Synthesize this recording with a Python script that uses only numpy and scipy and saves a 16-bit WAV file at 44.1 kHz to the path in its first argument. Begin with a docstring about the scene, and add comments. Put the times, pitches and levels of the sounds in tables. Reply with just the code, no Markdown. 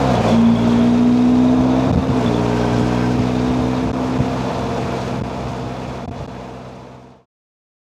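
"""On the road behind a motorcycle's screen: a twin pulls through two upshifts and settles at cruising speed.
The exhaust, drone and their boom are cosines on orders of the firing rate; wind is shaped, flickering noise.
Loose parts are noise-struck resonances; valve chirps and panel pings are short decaying sines.
Now and then a gust pins the microphone at a flat value; the sound fades out to silence."""
import sys
import numpy as np
from scipy import signal
from scipy.fft import rfft, irfft
from scipy.io import wavfile

SR = 44100
rng = np.random.default_rng(int(sys.argv[2]) if len(sys.argv) > 2 else 0)


def gain_from_db(level_db):
    """Turn a decibel level (scalar or array-like) into a linear amplitude factor."""
    decades = np.asarray(level_db, float) / 20
    return 10 ** decades


def transcribe(signal):
    """Save signal, clipped to [-1, 1], as a 16-bit WAV file at the path in sys.argv[1]."""
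    frames = np.atleast_2d(signal).T
    limited = np.clip(frames, -1, 1)
    pcm = np.round(limited * 32767).astype(np.int16)
    wavfile.write(sys.argv[1], SR, pcm)


N = 344421

# microphone pinned by a gust: (start [s], length [s], held value before the low cut [1 = full scale])
PINNED_SPELLS = [(1.9165, .009, -.35), (1.9525, .004, .3), (1.9645, .005, .5), (2.0765, .002, .1),
                 (3.173, .002, .1), (3.9045, .002, .1), (3.9175, .012, -.12), (4.181, .004, .1),
                 (5.2035, .0055, -.11), (5.222, .0125, -.22), (6.0602, .0165, .19), (6.0948, .015, .33),
                 (6.2645, .011, .11)]


def rms_one(x):
    """Scale to unit rms."""
    return x / np.sqrt(np.mean(x ** 2) + 1e-20)


def in_time(rows):
    """Table columns as curves over time, one value per sample."""
    s, *columns = np.transpose(rows)
    return [np.interp(np.arange(N) / SR, s, column) for column in columns]


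def drift(rate):
    """Slow random wander of rms about 1: noise through two equal low-pass poles at rate [Hz]."""
    pole = np.exp(-80 * np.pi * rate / SR)  # run at one value per 40 samples
    noise = rng.standard_normal(N // 40 + 2002)
    slow = signal.lfilter([1], [1, -2 * pole, pole * pole], noise)[2000:]
    return np.interp(np.arange(N) / 40, np.arange(len(slow)), rms_one(slow))


def coloured(spectrum, patchy_db, rate):
    """Noise shaped by a spectrum, split into overlapping octaves that each flicker; rms 1."""
    hz = np.fft.rfftfreq(N, 1 / SR) + 1
    points = np.array(spectrum)
    shape = gain_from_db(np.interp(np.log(hz), np.log(points[:, 0]), points[:, 1], -120, -120))
    bins = rfft(rng.standard_normal(N)) * shape
    out = 0
    lowest, highest = int(np.log2(points[0, 0])), int(np.log2(points[-1, 0])) + 1
    for octave in range(lowest, highest + 1):
        share = np.clip(1 - np.abs(np.log2(hz) - octave), 0, 1)
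        out = out + irfft(bins * share, N) * gain_from_db(patchy_db * drift(rate))
    return rms_one(out)


def orders(fired, multiples, levels_db, waver_db, wander):
    """Cosines on multiples of the firing rate, nearly in step so that they add to pulses; each wavers a little."""
    out = 0
    for multiple, db in zip(multiples, levels_db):
        level = np.sqrt(2) * gain_from_db(db + waver_db * drift(2.9))
        cycles = multiple * fired + wander * drift(5.9)
        out = out + level * np.cos(2 * np.pi * cycles)
    return out


def firings(fired, start, length, count):
    """Seconds from start of every count-th firing within length, 40 at most."""
    t = np.arange(N) / SR
    wanted = np.interp(start, t, fired) + count * np.arange(40)
    since = np.interp(wanted, fired, t) - start
    return since[since < length]


def add_ring(out, s, db, hz, t60, phase):
    """Mix in a short decaying sine that sags a little in pitch, after a 2 ms rise."""
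    at, since = round(s * SR), np.arange(SR // 12) / SR
    shape = np.minimum(since / .002, 1) * gain_from_db(-60 * since / t60)
    cycles = hz * since * (1 - 0.41 * since)
    out[at:at + len(since)] += gain_from_db(db) * shape * np.sin(2 * np.pi * (cycles + phase))


def exhaust(fired):
    """Firing pulses leave the pipe as low orders, a resonant fourth, load-driven upper orders and a snarl."""
    # low orders: (multiple of firing rate), and (level [dB]) of each
    low_orders = [1, 1.5, 2, 3]
    low_levels = [0.5, -22.5, 1, -2]
    # strength of the low orders together: (time [s], level [dB])
    thud = [(0, -23), (.12, -22), (.2, -26.5), (.3, -22), (.44, -27.5), (.62, -24), (1.1, -30.5),
            (1.88, -25.5), (2.15, -27.5), (2.3, -25), (3.0, -24), (4.15, -30.5), (5.0, -30.5), (7.3, -30.5)]
    # how hard the pipe booms on the fourth order: (time [s], level [dB])
    boom_strength = [(0, -24), (.12, -19.5), (.17, -29.5), (.24, -22), (.285, -27), (.325, -13),
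                     (.52, -10.5), (.58, -21), (.64, -17.5), (.85, -13), (1.4, -14), (1.75, -15.5),
                     (1.88, -19.5), (1.95, -27), (2.03, -22), (2.13, -22.5), (2.18, -14.5), (2.22, -29.5),
                     (2.26, -15), (2.32, -23.5), (2.7, -23.5), (3.5, -19.5), (4.15, -22.5), (4.42, -27),
                     (4.52, -33), (5.0, -36), (5.5, -33), (7.3, -34.5)]
    # upper orders: (multiple of firing rate), and (level [dB]) of each
    upper_orders = [5, 6, 7, 8, 9, 10, 11, 12, 13, 15, 16]
    upper_levels = [1, -12, 0, -9, -23, -13, -17.5, -8, -15, -17.5, -12.5]
    # throttle: (time [s], load [0-1])
    load = [(0, 0.1), (.12, 0.1), (.2, 0.56), (.3, .65), (.36, 0.4), (.5, .55), (.64, 0.94), (.9, 0.82),
            (1.75, 0.87), (1.95, 0.3), (2.04, 0.65), (2.13, 0.7), (2.32, 1), (3.5, 0.85), (4.15, 0.61),
            (4.5, .02), (5.0, 0.3), (7.3, 0)]
    # snarl: (multiple of firing rate), and (level [dB]) of each
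    snarl_orders = [10, 10.5, 11]
    snarl_levels = [3.5, -6.5, -10]
    # pipe resonance met near the top of a gear: (time [s], level [dB])
    snarl_strength = [(1.25, -55), (1.45, -34.5), (1.85, -36), (2.0, -60)]

    low = gain_from_db(in_time(thud)[0]) * orders(fired, low_orders, low_levels, waver_db=0.5, wander=0.036)
    boom = gain_from_db(in_time(boom_strength)[0]) * orders(4 * fired, [1], [0], waver_db=.7, wander=.02)
    upper_db = -49 + 22 * in_time(load)[0]  # shut throttle, plus what full load adds
    upper = gain_from_db(upper_db) * orders(fired, upper_orders, upper_levels, waver_db=1.0, wander=0.18)
    snarl = orders(fired, snarl_orders, snarl_levels, waver_db=2.0, wander=0.043)
    return low + boom + upper + gain_from_db(in_time(snarl_strength)[0]) * snarl


def wind(fired, roar_db, hiss_over_db):
    """Turbulent hiss and roar throb slightly with the firing; low lumps of air hit the microphone."""
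    # air hiss, roar and lumps, each: (frequency [Hz], relative density [dB per Hz])
    hiss_spectrum = [(710, -23), (1200, -1.5), (1550, -5), (1950, -8.5), (2470, -6), (3060, -11.5),
                     (3750, -11.5), (4400, -14), (5230, -15.5), (6480, -18), (8950, -29.5), (12600, -38),
                     (15600, -42)]
    roar_spectrum = [(160, -30), (280, -5), (413, -5), (454, -1.5), (538, -3.5), (702, -3), (759, -7),
                     (929, -5), (1800, -27.5), (2340, -51), (3960, -120)]
    lump_spectrum = [(35, -35), (50, 4.5), (80, 3.5), (150, 1.5), (220, -1.5), (330, -15.5), (450, -32)]
    # lumps of wind on the microphone: (time [s], peak level [dB])
    gusts = [(0, -22), (.2, -17.5), (.32, -27), (1.6, -21), (1.8, -23), (1.87, -17), (1.92, -13),
             (1.972, -7.5), (2.1, -11.5), (2.28, -18.5), (2.72, -22), (2.81, -15.5), (3.19, -15.5),
             (3.5, -19), (3.62, -16.5), (3.89, -17), (4.0, -23), (4.2, -17.5), (4.51, -21), (4.65, -19.5),
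             (4.85, -20.5), (4.72, -23.5), (5.06, -25), (5.14, -18), (5.21, -17), (5.48, -19), (5.66, -18),
             (5.9, -22), (6.08, -12), (6.21, -16)]
    rise_db_per_s, fall_db_per_s, calm_db = 298, 348, -31
    sink_db_per_ms, sink_before_s, sink_after_s, roar_share = 0.16, 0.062, 0.14, 0.52

    t = np.arange(N) / SR
    throb = np.cos(2 * np.pi * fired)
    # the rush sinks around each pinning gust, the deeper the longer it pins
    sink_db = 0
    for s, length, _ in PINNED_SPELLS:
        dip = np.interp(t - s, [-sink_before_s, 0, sink_after_s], [0, 1, 0])
        sink_db = sink_db + sink_db_per_ms * 1000 * length * dip
    hiss_db = roar_db + hiss_over_db - sink_db + 0.63 * throb
    hiss = gain_from_db(hiss_db) * coloured(hiss_spectrum, patchy_db=1.2, rate=30)
    sunk_roar_db = roar_db - roar_share * sink_db + 0.21 * throb
    roar = gain_from_db(sunk_roar_db) * coloured(roar_spectrum, patchy_db=0.76, rate=14)
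    gust_db = np.full(N, float(calm_db))
    for s, db in gusts:
        slope_db = np.minimum(rise_db_per_s * (t - s), fall_db_per_s * (s - t))
        gust_db = np.maximum(gust_db, db + slope_db)
    return hiss + roar + gain_from_db(gust_db) * coloured(lump_spectrum, patchy_db=1.5, rate=6)


def drone(fired, roar_db):
    """Thin gear and tyre tones tied to engine speed, riding on the level of the wind's roar."""
    # tones: (multiple of firing rate), and (level over the roar [dB]) of each
    drone_orders = [3.75, 7.238, 10.857, 54, 61, 126]
    drone_levels = [-5, -8, -7.5, -25, -34.5, -48]
    # swell of all tones together: (time [s], level [dB])
    drone_swell = [(2.3, -2.5), (3.4, -14), (4.2, -2.5), (4.6, -1.5), (5.4, -1.5), (6.2, -1.5), (7.3, -2.5)]
    tones = orders(fired, drone_orders, drone_levels, waver_db=1.2, wander=.08)
    return gain_from_db(roar_db + in_time(drone_swell)[0]) * tones


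def shaken(fired, hz, ring_s):
    """Each firing shakes a mode with a burst of noise, uneven and unlike for the two cylinders; rms 1."""
    firing = np.floor(fired).astype(int)
    luck_db = 2 * rng.standard_normal(firing[-1] + 1)[firing]
    strength = gain_from_db(luck_db + 2 * (firing % 2))
    out = strength * np.exp(-(fired - firing) / 0.45) * rng.standard_normal(N)
    pole, w = gain_from_db(-120 / (ring_s * SR)), 2 * np.pi * hz / SR
    for _ in range(2):  # steep skirts keep the ring out of far bands
        out = signal.lfilter([1, 0, -1], [1, -2 * pole * np.cos(w), pole * pole], out)
    return rms_one(out)


def rattles(fired):
    """Loose parts ring in their own modes as the firing shakes them, each over its own stretch of time."""
    # rattling parts: (start [s], end [s], mode [Hz], 120 dB decay of each filter pass [s], level [dB])
    rattling_parts = [(-.1, .34, 717, 0.077, -26), (-.1, 0.373, 520, 0.093, -29.5),
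                      (0.097, 0.335, 569, 0.047, -27), (-.1, 0.324, 985, 0.045, -48),
                      (.1, 0.503, 2520, 0.014, -45.5), (0.298, .9, 3390, 0.019, -44.5),
                      (.6, 2.198, 3700, 0.013, -48), (1.0, 2.0, 2480, 0.017, -52.5),
                      (1.4, 1.948, 6120, 0.016, -54), (2.4, 3.15, 1555, 0.092, -42.5),
                      (2.5, 3.3, 5120, .012, -51), (2.6, 3.1, 3250, 0.015, -46.5),
                      (3.2, 3.901, 3650, 0.022, -49.5)]
    t, out = np.arange(N) / SR, np.zeros(N)
    for start, end, hz, ring_s, db in rattling_parts:
        presence = np.clip(np.minimum(t - start, end - t) / 0.078, 0, 1)
        out += gain_from_db(db) * presence * shaken(fired, hz, ring_s)
    return out


def valve_chirps(fired):
    """Valve gear ticks with each firing around the shifts; a run starts brightest and highest."""
    # runs: (start [s], length [s], settled level [dB], level change [dB per s], first pitch [Hz])
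    chirp_runs = [(.1506, .025, -28, 0, 3440), (.2813, .62, -27, -6, 3420), (2.2614, .025, -28.5, 0, 3500),
                  (2.342, .045, -32, 60, 3500)]
    fresh_db, fresh_s, sag_hz = 6.5, .045, 70
    scatter_db, scatter_hz = 2.6, 45
    weak_db_per_s = -33  # the second cylinder's chirp dies away sooner

    out = np.zeros(N)
    for start, length, db, change, hz in chirp_runs:
        luck = rng.standard_normal((40, 3))
        for k, since in enumerate(firings(fired, start, length, count=1)):
            fresh = np.exp(-since / fresh_s)
            slope = change + weak_db_per_s * (k % 2)
            level_db = db + fresh_db * fresh + slope * since + scatter_db * luck[k, 0]
            pitch = hz - sag_hz * (1 - fresh) + scatter_hz * luck[k, 1]
            add_ring(out, start + since, level_db, pitch, t60=.032, phase=luck[k, 2])
    return out


def panel_pings(fired):
    """A loose panel rings on every fourth firing, at slightly uneven levels."""
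    # runs: (start [s], length [s], first level [dB], level change [dB per s])
    ping_runs = [(2.4428, .68, -34.5, 7)]
    out = np.zeros(N)
    for start, length, db, change in ping_runs:
        luck = rng.standard_normal((40, 2))
        for k, since in enumerate(firings(fired, start, length, count=4)):
            level_db = db + change * since + 1.5 * luck[k, 0]
            add_ring(out, start + since, level_db, hz=1555, t60=0.094, phase=luck[k, 1])
    return out


def scene():
    """Engine, loose parts, drone and wind at one microphone, all following one count of firings."""
    # engine speed through two upshifts, then cruising: (time [s], firing rate [Hz])
    firing_rate = [(0, 69.7), (.12, 62), (.2, 56.7), (.6, 58.2), (1.57, 63.3), (2.0, 65.8), (2.1, 65.6),
                   (2.18, 62.6), (2.29, 58.7), (2.4, 59.4), (2.9, 60.8), (3.41, 62.4), (3.78, 63.4),
                   (4.15, 63.95), (4.45, 64.15), (5.3, 63.7), (7.3, 63.6)]
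    # air past the screen: (time [s], roar level [dB], hiss over roar [dB])
    wind_levels = [(0, -22, -8.5), (.16, -20.5, -9.5), (.22, -22, -9.5), (.3, -20, -8.5), (.38, -25, -9.5),
                   (.53, -26.5, -10), (.67, -25, -7.5), (1.09, -29.5, -7), (1.72, -24.5, -12),
                   (1.9, -22, -12), (2.05, -26.5, -9.5), (2.2, -23, -11.5), (2.25, -24.5, -7.5),
                   (2.31, -24.5, -9.5), (2.59, -24.5, -8), (3.28, -27, -7), (3.86, -26, -9.5),
                   (4.25, -25, -10), (4.69, -24.5, -10.5), (5.06, -25, -8.5), (5.3, -26, -10),
                   (6.03, -26, -9), (6.6, -26, -10), (7.3, -25, -11.5)]
    fired = np.cumsum(in_time(firing_rate)[0]) / SR
    roar_db, hiss_over_db = in_time(wind_levels)
    engine = exhaust(fired) + rattles(fired) + valve_chirps(fired) + panel_pings(fired)
    mix = engine + wind(fired, roar_db, hiss_over_db) + drone(fired, roar_db)
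    return mix[None]


def low_pass(x):
    """Removes everything above the highest recorded frequency."""
    return signal.sosfilt(signal.butter(12, 15800, fs=SR, output="sos"), x)


def record(dry):
    """A pinned microphone holds a flat value; the low cut after it lets that value ring down; the end fades out."""
    low_cut_hz, high_stop_hz = 78.6, 16250
    fade_from_s, silent_s = 4.6, 7.258
    t, x = np.arange(N) / SR, dry
    for s, length, value in PINNED_SPELLS:
        held = np.clip(np.minimum(t - s, s + length - t) / 0.0018 + .5, 0, 1)
        held = held * held * (3 - 2 * held)  # rounded edges
        x = x * (1 - held) + value * held
    x = signal.sosfilt(signal.butter(3, low_cut_hz, "high", fs=SR, output="sos"), x)
    x = signal.sosfilt(signal.cheby2(12, 70, high_stop_hz, fs=SR, output="sos"), x)
    fade = np.clip((silent_s - t) / (silent_s - fade_from_s), 0, 1) ** 0.86  # nearly straight
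    x = x * fade * np.clip(t / .002, 0, 1)  # and a 2 ms fade-in
    return low_pass(x)


dry = scene()
out = record(dry)
transcribe(out)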